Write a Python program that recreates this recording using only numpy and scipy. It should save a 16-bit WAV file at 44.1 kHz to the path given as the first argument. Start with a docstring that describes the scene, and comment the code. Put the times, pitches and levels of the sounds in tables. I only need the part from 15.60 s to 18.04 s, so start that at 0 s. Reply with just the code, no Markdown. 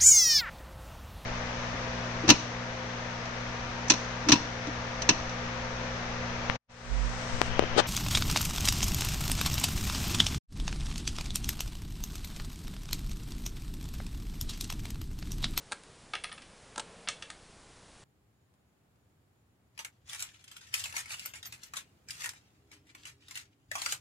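"""A quick cluster of snaps, then clacks on wood: cardboard tokens pushed out of a punched board.
Each snap is a tick and a crackle of smaller ticks that tears a tab and rings the board.
Each freed token drops on a wooden table and bounces, ringing its own modes; a small room answers.
A soft low-mid rush swells and fades behind, made of coloured noise.
A close, small mono camera microphone hisses and its electronics buzz at the frame rate."""
import sys
import numpy as np
from scipy import signal
from scipy.fft import rfft, irfft
from scipy.io import wavfile

SR = 44100
rng = np.random.default_rng(int(sys.argv[2]) if len(sys.argv) > 2 else 0)


def pcm_store(signal):
    """Save signal as 16-bit PCM."""
    levels = np.round(np.clip(np.atleast_2d(signal), -1, 1) * 32767)
    wavfile.write(sys.argv[1], SR, levels.astype(np.int16).T)


def gain_from_decibels(decibels):
    """Convert decibel values to linear amplitude factors."""
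    exponent = np.asarray(decibels, float) / 20
    return 10 ** exponent


N = 107559  # length in samples


def on_log(hz, table):
    """Reads a table of frequency and value on a log-frequency axis."""
    table = np.array(table, float)
    return np.interp(np.log(np.maximum(hz, 1)), np.log(table[:, 0]), table[:, 1])


def noise(colour, size=N):
    """White noise shaped to a colour of frequency and relative dB, then scaled to rms 1."""
    spectrum = rfft(rng.standard_normal(size))
    gain = gain_from_decibels(on_log(np.fft.rfftfreq(size, 1 / SR), colour))
    shaped = irfft(spectrum * gain, size)
    return shaped / shaped.std()


def minimum_phase(gain):
    """Spectrum with the given gain whose energy comes as early as possible (folded cepstrum)."""
    cepstrum = irfft(np.log(gain))
    cepstrum[1:len(cepstrum) // 2] *= 2
    cepstrum[len(cepstrum) // 2 + 1:] = 0
    return np.exp(rfft(cepstrum))


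def crackle_push(length_s):
    """Force of one hit: a sharp unit tick, then sparse smaller ticks of random sign that die away."""
    grains_per_s, scatter_db = 5000, 2.5
    crackle_db = -0.5  # crackle energy per ms of length, against the first tick
    t = np.arange(4096) / SR
    chance, side, size = rng.random((3, 4096))
    size_db = -scatter_db * np.log(1 - size) - scatter_db
    grains = (chance < grains_per_s / SR) * np.sign(side - .5) * gain_from_decibels(size_db)
    push = grains * np.exp(-(t / max(length_s, 1e-4)) ** 3)
    # the .1 keeps a crackle with hardly any grains from being blown up
    push = push * gain_from_decibels(crackle_db) * np.sqrt(1000 * length_s / (np.sum(push ** 2) + .1))
    push[0] = -1
    return push


def ringing(hz, mode_db, t60_s):
    """Sum of decaying sine modes with alternating signs; their levels vary a little at every hit."""
    mode_scatter_db = 1.0
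    t = np.arange(4096) / SR
    level = gain_from_decibels(mode_db + mode_scatter_db * rng.standard_normal(len(hz)))
    gain = level * (-1) ** np.arange(len(hz))
    waves = np.sin(2 * np.pi * hz[:, None] * t) * 1000 ** (-t / t60_s[:, None])
    return (gain[:, None] * waves).sum(axis=0)


def hits(events, modes, crack, bass_hz, db):
    """Each hit: a tick that rings the modes, then a crackle heard as a broad crack; each has its tone."""
    crack_db = 10.5
    treble_hz, top_shelf_hz = 6160, 8560  # corners of the treble and top columns
    radiates_above_hz = 230  # small objects send out little bass
    ring_cycles, longest_ring_s = 90, .04  # limits on how long a mode of card or wood lasts
    f = np.fft.rfftfreq(8192, 1 / SR) + 1
    hz, mode_db, t60_s = np.array(modes, float).T
    t60_s = np.minimum(t60_s, np.minimum(ring_cycles / hz, longest_ring_s))
    crack_tone = minimum_phase(gain_from_decibels(crack_db + on_log(f, crack)))

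    def above(corner_hz):
        return 1 / (1 + (corner_hz / f) ** 8)

    out = np.zeros(N + 8192)
    for start_s, level_db, length_s, bass_db, treble_db, top_db in events:
        crackle = rfft(crackle_push(length_s), 8192) * crack_tone
        ring = rfft(ringing(hz, mode_db, t60_s), 8192)
        tilt_db = bass_db / (1 + (f / bass_hz) ** 6)
        tilt_db = tilt_db + treble_db * above(treble_hz)
        tilt_db = tilt_db + (top_db - treble_db) * above(top_shelf_hz)
        tone = minimum_phase(gain_from_decibels(tilt_db) * np.sqrt(above(radiates_above_hz)))
        i = int(start_s * SR)
        out[i:i + 8192] += gain_from_decibels(level_db + db) * irfft((crackle - ring) * tone)
    return out[:N]


def tearing_snaps():
    """Tabs tear in clusters of snaps, each one a tick that rings the board, followed by a crackle."""
    # tabs tearing: start_s, level_db (relative), crackle_length_s, bass_db, treble_db, top_db
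    tab_snaps = [(.1143, -41.5, 0.012, 22, -2, 10.5), (.1203, -18.5, 0.0035, -2.5, -11, 5.5),
                 (.1253, -17.5, 0.0016, 0, -10, -5), (.1297, -26.5, 0.0033, -23, -3, -1),
                 (.2355, -37.5, .002, -29, -7, 8), (1.1593, -30, 0.0054, 3, -2, -7),
                 (1.1772, -34, 0.006, 22, 6, -5), (1.1803, -20, .001, 3.5, 6, 7),
                 (1.1822, -34, 0.0074, 20.5, -5, 0), (1.1962, -24, 0.0094, 6.5, 0, -1)]
    # resonances of the punched board: pitch_hz, level_db (relative), t60_s (before the ring limits)
    board_modes = [(258, -14, 0.042), (447, -14, 0.014), (883, -3.5, 0.043), (1134, -10.5, 0.037),
                   (1320, -3.5, 0.041), (1630, -1, 0.026), (2580, -21, 0.0089), (3700, -2, 0.013),
                   (4230, -17, 0.0055), (8200, -6, 0.0093)]
    # tone of tearing board: pitch_hz, level_db (relative)
    board_crack = [(150, -52), (500, 5.5), (1500, 0.5), (2500, 12), (4000, 10.5), (6000, 8.5), (8500, 14),
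                   (11000, 0)]
    return hits(tab_snaps, board_modes, board_crack, bass_hz=1270, db=-13)


def token_drops():
    """Tokens meet the wooden table with edge, face and bounces; each contact rings and rattles."""
    # contacts with the table: start_s, level_db (relative), rattle_length_s, bass_db, treble_db, top_db
    table_contacts = [(.5353, -23, 0.0017, 2.5, -15, -1), (.5376, -25, 0.0047, 6, -4, -12),
                      (.5526, -21.5, 0.004, -1, -5, 2), (.6384, -27.5, 0.0067, -9, -22, 28.5),
                      (.6425, -23.5, 0.0024, -1, -1, -1), (.648, -37.5, 0.0043, 4, -8, -4),
                      (.6943, -38, 0.0044, -1, -15, -5), (.7163, -33, 0.012, -2, -19, -1),
                      (.7216, -61, 0.0012, 5, -13, -3), (.7272, -36, 0.0039, 4.5, -20, 29),
                      (.7785, -38, 0.0021, -5, -21, -3), (.7815, -36, 0.0034, -2, -8, -4),
                      (.8195, -38.5, 0.011, -10, -8, 6), (1.4743, -25, 0.009, 1.5, -33, -12),
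                      (1.4869, -13.5, 0.00025, -13.5, 22.5, -6.5), (1.4885, -22, 0.0027, -2.5, 19.5, -3),
                      (1.6235, -28, 0.008, -6, 4.5, -5), (1.7018, -32.5, 0.0057, 4, 24, 0)]
    # resonances of a token on the table: pitch_hz, level_db (relative), t60_s (before the ring limits)
    token_modes = [(308, -21, 0.06), (750, -6.5, 0.025), (930, -12.5, 0.03), (1239, -4.5, 0.041),
                   (1666, -4.5, .03), (1812, -14.5, 0.061), (2270, -7.5, 0.038), (2597, -5.5, 0.027),
                   (3440, -2.5, 0.04), (4140, -4, 0.025), (4720, -24, 0.011), (9900, -3.5, 0.0027)]
    # tone of card striking wood: pitch_hz, level_db (relative)
    token_crack = [(150, -25), (500, -12), (1200, 11.5), (2500, 16.5), (4000, 9.5), (5500, 9), (7000, -1),
                   (9500, 2.5), (11000, -34)]
    return hits(table_contacts, token_modes, token_crack, bass_hz=1580, db=-11.5)


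def room(source):
    """Diffuse tail: half-octave bands of noise, each fading at its own rate, convolved with the source."""
    # reverberation time: pitch_hz, t60_s
    room_t60 = [(300, 0.34), (1000, 0.12), (3000, 0.23), (6000, 0.19), (10000, 0.19)]
    # tone of the tail: pitch_hz, level_db (relative)
    room_colour = [(300, 0), (1000, 0.5), (3000, -2.5), (6000, -4.5), (10000, -3.5)]
    room_db, gap_s = -7, 0.001
    t, tail = np.arange(SR // 2) / SR, 0
    for hz in 180 * 2 ** np.arange(0, 6.1, .5):
        limits_hz = [hz / 2 ** 0.15, hz * 2 ** 0.33]
        band_pass = signal.butter(2, limits_hz, "band", fs=SR, output="sos")
        band = signal.sosfilt(band_pass, rng.standard_normal(len(t)))
        fade = 1000 ** (-t / on_log(hz, room_t60))
        tail = tail + gain_from_decibels(on_log(hz, room_colour)) * band * fade
    # silent for one gap, then rising to full over another
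    tail = tail * np.clip(t / gap_s - 1, 0, 1)
    tail = tail / np.sqrt(np.sum(tail ** 2))
    return gain_from_decibels(room_db) * signal.fftconvolve(source, tail)[:N]


def soft_rush():
    """A soft low-mid rush: coloured noise that swells and fades."""
    # swell of the rush: time_s, rms_level_db
    rush_swell = [(.8, -66), (1.05, -60), (1.3, -55), (1.6, -59), (1.75, -62.5), (1.85, -69)]
    # tone of the rush: pitch_hz, density_db (per Hz, relative)
    rush_colour = [(80, -69), (170, 7), (300, -17.5), (450, 4.5), (650, -2), (1200, -8.5), (2500, -10.5),
                   (5000, -21.5)]
    time_s, level_db = np.array(rush_swell).T
    swell = gain_from_decibels(np.interp(np.arange(N) / SR, time_s, level_db))
    return swell * noise(rush_colour)


def microphone_hiss():
    """Steady random noise of the microphone, weaker towards the treble."""
    # tone of the hiss: pitch_hz, density_db (per Hz, relative)
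    hiss_colour = [(20, -1.5), (60, -1), (150, -0.5), (400, -3.5), (1000, -6), (2500, -10.5), (6000, -13),
                   (9500, -15), (12000, -23)]
    hiss_db = -56.5  # rms before the top cut
    return gain_from_decibels(hiss_db) * noise(hiss_colour)


def frame_buzz():
    """Once a frame the supply steps up for a few ms, with a dip; coupling makes it droop and undershoot."""
    frame_hz, frame_at_s = 30.02, 1.8653  # rate, and the start of one frame
    buzz_db, scatter_db = -53, 1  # step height, and its spread from frame to frame
    step_s, dip_at_s, dip_s, dip_depth = 0.00322, .0013, 0.00076, 0.32
    soft_hz, droop_hz = 850, 6
    cycles = (np.arange(N) / SR - frame_at_s) * frame_hz
    since_s = cycles % 1 / frame_hz
    frame = np.floor(cycles).astype(int)
    dip = (since_s > dip_at_s) & (since_s < dip_at_s + dip_s)
    step = (since_s < step_s) * (1 - dip_depth * dip)
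    height = gain_from_decibels(scatter_db * rng.standard_normal(200))
    step = step * height[frame - frame[0]]
    soft = signal.sosfilt(signal.butter(2, soft_hz, fs=SR, output="sos"), step)
    drooping = signal.sosfilt(signal.butter(1, droop_hz, "high", fs=SR, output="sos"), soft)
    return gain_from_decibels(buzz_db) * drooping


def scene():
    """Snaps and drops, direct and through the room, over the rush; the same in both channels."""
    snap_room_db = -7  # the board is nearer the microphone than the table, so drier
    snaps, drops = tearing_snaps(), token_drops()
    echoes = room(gain_from_decibels(snap_room_db) * snaps + drops)
    return np.tile(snaps + drops + echoes + soft_rush(), (2, 1))


def band_limit(x):
    """A steep low-pass at the top of the band."""
    return signal.sosfilt(signal.butter(12, 11510, fs=SR, output="sos"), x)


def record(dry):
    """Adds microphone hiss and frame buzz, then cuts the top steeply."""
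    top_hz = 10370
    mix = dry + microphone_hiss() + frame_buzz()
    top_cut = signal.cheby1(9, .5, top_hz, fs=SR, output="sos")  # order 9, 0.5 dB ripple
    mix = signal.sosfilt(top_cut, mix)
    return band_limit(mix)


dry = scene()
out = record(dry)
pcm_store(out)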